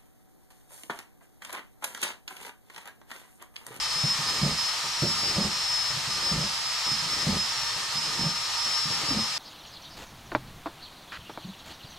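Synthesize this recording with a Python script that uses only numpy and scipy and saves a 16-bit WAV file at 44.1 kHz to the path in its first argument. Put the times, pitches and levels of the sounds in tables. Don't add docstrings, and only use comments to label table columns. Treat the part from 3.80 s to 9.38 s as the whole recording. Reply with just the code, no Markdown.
import sys
import numpy as np
from scipy import signal
from scipy.fft import rfft, irfft, next_fast_len
from scipy.io import wavfile
from scipy.ndimage import uniform_filter1d

SR = 44100
rng = np.random.default_rng(int(sys.argv[2]) if len(sys.argv) > 2 else 0)


def transcribe(signal):
    frames = np.atleast_2d(signal).T
    limited = np.clip(frames, -1, 1)
    pcm = np.round(limited * 32767).astype(np.int16)
    wavfile.write(sys.argv[1], SR, pcm)


N = 246078
TIME = np.arange(N) / SR
SIDES = np.array([[1], [-1]])

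# start/s, hardest/s, free again/s, speed lost/Hz
PUSHES = [(.29, .59, .86, 9.1), (1.23, 1.48, 1.79, 9.5), (2.19, 2.5, 2.8, 8.8), (3.11, 3.41, 3.74, 8.2),
          (4.06, 4.3, 4.62, 7.5), (5.02, 5.27, 5.58, 7.7)]
# breakthrough/s, tear length/s, scrape/dB, tear/dB, deck shake re tear/dB, panel f/Hz, hum/dB
HOLES = [(.622, 0.094, -43, -37.5, -7, 155, -37), (1.573, 0.092, -42, -37.5, -6, 201, -38.5),
         (2.514, .13, -46, -41, -5, 199.5, -40.5), (3.462, 0.098, -44, -38, -3.5, 196, -35.5),
         (4.378, 0.092, -47, -41, -11, 160, -35), (5.301, 0.09, -43.5, -41, -6, 220.6, -31.5)]


def undb(db):
    return 10 ** (np.asarray(db) / 20)


def unit(x):
    return x / np.sqrt(np.mean(x ** 2))


def curve(points):
    return np.interp(TIME, *np.transpose(points))


def gate(start_s, end_s, rise_s, fade_s):
    return np.clip((TIME - start_s) / rise_s, 0, 1) * np.exp(-np.maximum(TIME - end_s, 0) / fade_s)


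def walk(rate_hz):
    hold = max(int(SR / rate_hz), 1)
    steps = np.repeat(rng.standard_normal(N // hold + 1), hold)[:N]
    return unit(uniform_filter1d(uniform_filter1d(steps, hold), hold))


def grains(rate_per_s, spread_db):
    hit = rng.random(N) < rate_per_s / SR
    return unit(hit * rng.choice([-1, 1], N) * undb(spread_db * rng.standard_normal(N)))


def colour(x, points):
    size = next_fast_len(N + 8192)
    hz, db = np.transpose(points)
    grid_hz = np.maximum(np.fft.rfftfreq(size, 1 / SR), 1)
    gain = undb(np.interp(np.log(grid_hz), np.log(hz), db))
    return irfft(rfft(x, size) * gain, size)[:N]


def resonate(x, hz, width_hz):
    return signal.lfilter(*signal.iirpeak(hz, hz / width_hz, fs=SR), x)


def spread(source):
    # f/Hz, side re mid/dB
    width = [(50, -10.5), (600, -19), (900, -15), (1350, -11.5), (1750, -4.5), (3300, -3), (4200, -6),
             (5900, -4), (7500, -8.5), (9700, -6.5), (11500, -11.5), (14000, -12)]
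    return source() + SIDES * colour(source(), width)


def outdoors(air_db=-54):
    # f/Hz, level/dB
    air = [(20, -10), (45, -10), (65, 1), (82, -15), (120, 3), (170, -9), (260, -18.5), (600, -8.5),
           (3000, -44)]
    return spread(lambda: unit(colour(rng.standard_normal(N), air))) * undb(air_db + 1.6 * walk(2.17))


def porch(x, t60_s=0.49, wet_db=-19, pan_db=-1.8, lag_s=0.000087):
    t = TIME[:SR // 2]
    echoes = rng.standard_normal((2, len(t))) * undb(-60 * t / t60_s)
    echoes /= np.sqrt(np.sum(echoes ** 2, axis=1, keepdims=True))
    direct = np.array([x, np.interp(TIME - lag_s, TIME, x)]) * undb(SIDES * pan_db / 2)
    return direct + undb(wet_db) * signal.fftconvolve(x[None], echoes, axes=1)[:, :N]


def early_echoes(x, count=12, echo_db=-8.5, wander_s=.00014):
    share = undb(echo_db)
    echoes = 0
    for lag_s in rng.uniform(.003, .03, count):
        sent_s = TIME - lag_s - wander_s * walk(2)
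        echoes = echoes + rng.choice([-1, 1]) * np.array([np.interp(sent_s, TIME, ear) for ear in x])
    return (x + share * echoes / np.sqrt(count)) / np.sqrt(1 + share ** 2)


def bin_ring(upper_db, split_hz=290):
    # f/Hz, level/dB, t60/s
    modes = [(57.6, -11.5, 0.63), (91.5, -8, 0.78), (117.4, -14, 0.52), (151.4, 6.5, 0.28),
             (165.8, 3.5, 0.4), (199.4, 7, 0.27), (223.7, -2.5, 0.51), (264.8, -1, 0.3), (331, -21, 0.35),
             (357, -4, 0.27), (393, -11.5, 0.26), (446.3, 0.5, 0.12), (495.5, 0.5, 0.13), (572.4, -6, 0.24),
             (594, 2, 0.092), (690, -7.5, 0.13)]
    t = TIME[:SR // 2]
    ring = sum(undb(db + upper_db * (hz > split_hz) - 60 * t / t60_s) * np.sin(2 * np.pi * hz * t)
               for hz, db, t60_s in modes)
    return ring / np.abs(ring).max()


def strike_bin(blows, flex_s, ring_rise_s):
    t = TIME[:SR // 2]
    swell = (t / flex_s * np.exp(1 - t / flex_s)) ** 2
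    out = np.zeros(N + SR)
    for at_s, peak_db, spot_hz, ring_db, upper_db in blows:
        swing = swell * np.sin(2 * np.pi * spot_hz * t)
        ring = bin_ring(upper_db) * (1 - np.exp(-t / ring_rise_s))
        blow = swing + undb(ring_db) * ring / np.abs(ring).max()
        start = int(at_s * SR)
        out[start:start + len(t)] += undb(peak_db) * blow / np.abs(blow).max()
    return out[:N]


def knocks():
    # t/s, peak/dB, struck spot f/Hz, ring re swing/dB, upper mode gain/dB
    blows = [(.157, -38, 163, 3, 7), (.237, -20.5, 142.5, -8, -2), (.388, -31, 146, -4, 4),
             (.615, -26, 188, -1, -5), (1.039, -38.5, 161, 15, 10), (1.222, -19, 141, 1.5, 1),
             (1.228, -25.5, 346.5, -11, 15), (1.245, -22.5, 131, -1, 12), (1.561, -25.5, 108, -1, 18),
             (2.102, -35, 137, 1, 9), (2.139, -37, 135, -8, -8), (2.165, -31.5, 138, -9, 5),
             (2.274, -32.5, 136, -2, 0), (3.064, -37.5, 275, 8, 7), (3.116, -31.5, 135, 5, -14),
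             (3.221, -35.5, 155, -5, 7), (3.257, -38, 167, -9, -3), (3.962, -40.5, 154, 19, 5),
             (4.155, -36, 151, 12, -6), (4.861, -40, 226, 5, 9), (5.055, -32, 157, 5, -7),
             (5.103, -29.5, 132, 0, 8)]
    return strike_bin(blows, flex_s=0.01, ring_rise_s=0.0017)


def snags(gain_db=-2.0, ring_db=-9, upper_db=3):
    # t/s, relative peak/dB, f/Hz
    catches = [(.629, -16.5, 157), (.657, -15.5, 183), (.684, -30, 230), (.711, -28.5, 212),
               (1.58, -17.5, 176), (1.606, -23.5, 193), (1.648, -24, 192), (2.514, -21, 180),
               (2.532, -23.5, 163), (2.552, -36, 290), (2.576, -21, 159), (2.604, -26, 152),
               (3.467, -17.5, 162), (3.483, -22, 207), (3.523, -23, 189), (3.56, -23, 187),
               (4.39, -27.5, 225), (4.415, -27, 155), (4.442, -25, 181), (4.461, -22, 170),
               (5.302, -24.5, 272), (5.324, -33, 235), (5.36, -26, 172), (5.383, -30, 170),
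               (5.416, -35, 126)]
    blows = [(at_s, db + gain_db, hz, ring_db, upper_db) for at_s, db, hz in catches]
    return strike_bin(blows, flex_s=0.0076, ring_rise_s=0.0024)


def panel_hum(width_hz=16):
    out = 0
    for through_s, length_s, *_, hz, hum_db in HOLES:
        chips = grains(1500, 2.7) * gate(through_s, through_s + length_s, 0.011, 0.0092)
        ring = resonate(resonate(chips, hz, width_hz), hz, 4 * width_hz)
        out = out + undb(hum_db) * ring * np.sqrt(length_s * SR / np.sum(ring ** 2))
    return out


def cutting(turns, gear_ratio=14, bite_delay_s=0.12, chatter=0.11, ring_db=-2, pressing_db=-12):
    # f/Hz, level/dB
    shaving = [(40, -42), (130, 0), (290, 1), (450, -3), (600, -0.5), (800, -1), (1500, -23), (3000, -27),
               (6000, -45), (12000, -75)]
    # f/Hz, level/dB
    deck = [(15, -25), (32, -10), (60, 0), (80, 0), (100, -8), (220, -30), (1500, -90)]
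    scrape, tear, shake = 0, 0, 0
    for (push_s, *_), (through_s, length_s, scrape_db, tear_db, deck_db, *_) in zip(PUSHES, HOLES):
        scrape = scrape + undb(scrape_db) * gate(push_s + bite_delay_s, through_s, 0.088, 0.024)
        tearing = undb(tear_db) * gate(through_s, through_s + length_s, 0.0054, 0.034)
        tear = tear + tearing
        shake = shake + undb(deck_db) * tearing
    edges = 1 + chatter * np.cos(2 * np.pi * 2 * turns / gear_ratio)

    def plastic(upper_db):
        chips = grains(1500, 4.4) * edges
        ring = signal.fftconvolve(chips, bin_ring(upper_db))[:N]
        return unit(unit(colour(chips, shaving)) + undb(ring_db) * unit(ring))

    rumble = (undb(pressing_db) * scrape + shake) * unit(colour(grains(900, 0.9), deck))
    return scrape * plastic(upper_db=11) + tear * plastic(upper_db=4) + rumble


def gearbox(turns, load, throb=0.071, treble_hz=7000, pan_db=.5, fade_db_per_s=0.1432):
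    # f/Hz, level/dB
    spectrum = [(200, -30), (290, -19), (380, -19), (600, -14), (850, -5.5), (1500, -5), (1900, -3),
                (2300, -3.5), (3500, -2), (4200, 1), (5400, -0.2), (6300, -5), (7500, -7.5), (8400, -8),
                (9800, -15.5), (13800, -23), (15500, -62)]
    # f/Hz, width/Hz, level/dB
    modes = [(810, 20, -12.5), (923, 15, 3.5), (999, 57, -2.5), (1105, 25, -1.5), (1208, 50, 3),
             (1277, 48, -7), (1806, 25, 0), (1917, 9.7, -5.5), (3100, 30, -3.5), (3960, 76, -7.5),
             (4216, 91, -5), (6730, 150, -8)]
    flicker_db = 0.5 * walk(70) + 0.34 * walk(9)
    clatter = (1 + throb * np.cos(2 * np.pi * turns)) * undb(flicker_db)
    rattle = spread(lambda: unit(colour(grains(25000, 1.3) * clatter, spectrum)))
    body = signal.sosfiltfilt(signal.butter(2, treble_hz, fs=SR, output="sos"), rattle)
    treble_db = -0.8 - 0.45 * TIME + 0.5 * load
    rattle = body + (rattle - body) * undb(treble_db)

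    def housing():
        teeth = grains(8000, 2.1) * clatter
        return unit(sum(undb(db) * resonate(teeth, hz, width_hz) for hz, width_hz, db in modes))

    ring = spread(housing) * undb(-3 + load - 0.08 * TIME)
    gears = rattle * undb(3.5 + SIDES * pan_db / 2) + ring
    return gears * undb(-35.5 - fade_db_per_s * TIME + 0.5 * load)


def echo_paths(rate_hz):
    return np.array([walk(rate_hz) + 1j * walk(rate_hz) for _ in range(2)]) / np.sqrt(2)


def cancellations():
    # t/s, half length/s, depth/dB
    dropouts = [(.45, .012, -8), (.532, .008, -20), (.605, .02, -16), (.688, .015, -22), (.757, .018, -13),
                (1.02, .03, -18), (1.36, .015, -9), (1.53, .02, -8), (1.595, .02, -22), (1.692, .025, -20),
                (2.27, .02, -15), (2.388, .025, -14), (3.018, .025, -20), (3.17, .01, -11),
                (3.225, .01, -17), (3.685, .01, -15), (3.753, .018, -20), (3.985, .012, -18),
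                (4.205, .01, -9), (4.535, .012, -8), (4.72, .025, -11), (5.085, .025, -11),
                (5.24, .015, -18), (5.365, .025, -11)]
    gain = np.ones(N, complex)
    for at_s, half_s, depth_db in dropouts:
        crossing = np.sin(np.pi / 2 * np.clip((TIME - at_s) / (2 * half_s), -1, 1))
        residue = rng.choice([-1, 1]) * undb(depth_db) * (1 - crossing ** 2)
        gain = gain * (crossing + 1j * residue)
    return gain


def whine(turns, load, jitter_rad=.15, flutter_db=.9, ear_phase_rad=0.94, sway_db=0.5, echo_load_db=2):
    # t/s, level/dB
    main_levels = [(0, -33.5), (.09, -36.5), (.2, -30), (.31, -25.5), (.37, -39), (.42, -38), (.48, -30.5),
                   (.56, -33), (.65, -32), (.73, -34), (.81, -31), (.89, -31.5), (.97, -42), (1.16, -43),
                   (1.2, -35), (1.28, -29), (1.47, -29), (1.63, -30.5), (1.78, -36), (1.86, -31),
                   (1.96, -29), (2.1, -32), (2.14, -39), (2.29, -40), (2.32, -31), (2.42, -33), (2.48, -27),
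                   (2.52, -28.5), (2.55, -39), (2.62, -33.5), (2.73, -39), (2.78, -35), (2.83, -38),
                   (2.87, -31.5), (2.98, -35), (3.06, -30), (3.13, -29), (3.28, -36), (3.34, -30),
                   (3.38, -35), (3.43, -31), (3.48, -38), (3.55, -38), (3.6, -27), (3.67, -37), (3.95, -37),
                   (4.03, -39), (4.11, -48), (4.18, -27), (4.24, -35), (4.29, -33.5), (4.35, -43),
                   (4.41, -30.5), (4.5, -31.5), (4.65, -39), (4.78, -34), (4.86, -33), (4.94, -29),
                   (5.15, -30), (5.2, -38), (5.26, -36), (5.3, -27.5), (5.43, -28), (5.48, -39),
                   (5.57, -36)]
    # t/s, left re right/dB
    main_pan = [(0, 6), (.3, 2.5), (.42, -3), (.5, 2), (.76, -8), (.88, 7), (1.3, -1), (1.52, 2),
                (1.72, -4), (2.1, 9.5), (2.26, 1), (2.55, 1), (2.68, -3), (3.0, 3), (3.18, -8), (3.39, 6),
                (3.65, -5), (3.95, 2), (4.35, -6), (4.55, 6), (4.8, -10), (4.93, 6), (5.2, 0), (5.57, 3)]
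    # t/s, relative level/dB
    upper_levels = [(0, -45), (.1, -52), (.16, -43), (.29, -37), (.42, -41), (.6, -42), (.82, -41),
                    (.93, -48), (1.05, -42), (1.29, -39), (1.53, -44), (1.8, -41), (1.93, -41), (1.99, -51),
                    (2.2, -46), (2.36, -39.5), (2.51, -38), (2.55, -48), (2.6, -40.5), (2.89, -47),
                    (2.96, -41), (3.06, -38), (3.27, -44), (3.42, -42), (3.48, -50), (3.53, -40),
                    (3.6, -47), (3.66, -40), (3.88, -38), (4.08, -53), (4.16, -42), (4.44, -44),
                    (4.54, -40), (4.7, -41), (4.83, -35.5), (4.88, -38), (4.92, -52), (4.97, -39),
                    (5.05, -39.5), (5.18, -48), (5.35, -46), (5.43, -41), (5.57, -42)]
    # multiple of motor speed, level/dB
    overtones = [(10, -60), (14, -48), (20, -63), (24, -55.5), (30, -58)]

    def tone(multiple, level_db, pan_db, echo_db):
        share = undb(echo_db + echo_load_db * load)
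        phase = 2 * np.pi * multiple * turns + jitter_rad * walk(90)
        phase = phase + SIDES * ear_phase_rad * walk(6.34) / 2
        beating = (1 + share * echo_paths(48)) / np.sqrt(1 + share ** 2)
        ear_db = level_db + flutter_db * walk(80) + SIDES * (pan_db + sway_db * walk(22)) / 2
        return np.exp(1j * phase) * beating * undb(ear_db)

    tones = tone(15, curve(main_levels), curve(main_pan), echo_db=-15) * cancellations()
    tones += tone(16, curve(upper_levels) + 0.1, pan_db=1, echo_db=-7)
    for multiple, db in overtones:
        tones += np.exp(2j * np.pi * multiple * turns) * echo_paths(40) * undb(db)
    return np.sqrt(2) * tones.imag


def motor(idle_hz=348.55, tire_hz_per_s=.17, waver_hz=.2, load_waver_hz=.3):
    lost_hz = 0
    for push_s, hardest_s, free_s, slows_hz in PUSHES:
        biting = np.sin(np.pi / 2 * np.clip((TIME - push_s) / (hardest_s - push_s), 0, 1))
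        easing = np.cos(np.pi / 2 * np.clip((TIME - hardest_s) / (free_s - hardest_s), 0, 1)) ** 2
        lost_hz = lost_hz + slows_hz * biting * easing
    load = lost_hz / lost_hz.max()
    drift_hz = waver_hz * walk(11) + load_waver_hz * load * walk(22)
    speed_hz = idle_hz - tire_hz_per_s * TIME - lost_hz + drift_hz
    return np.cumsum(speed_hz) / SR, load


def scene():
    turns, load = motor()
    drill = early_echoes(gearbox(turns, load)) + whine(turns, load)
    plastic_bin = porch(knocks() + snags() + panel_hum() + cutting(turns))
    return outdoors() + plastic_bin + drill


def record(dry, top_hz=15000):
    return signal.sosfilt(signal.ellip(8, .2, 70, top_hz, fs=SR, output="sos"), dry)


dry = scene()
out = record(dry)
transcribe(out)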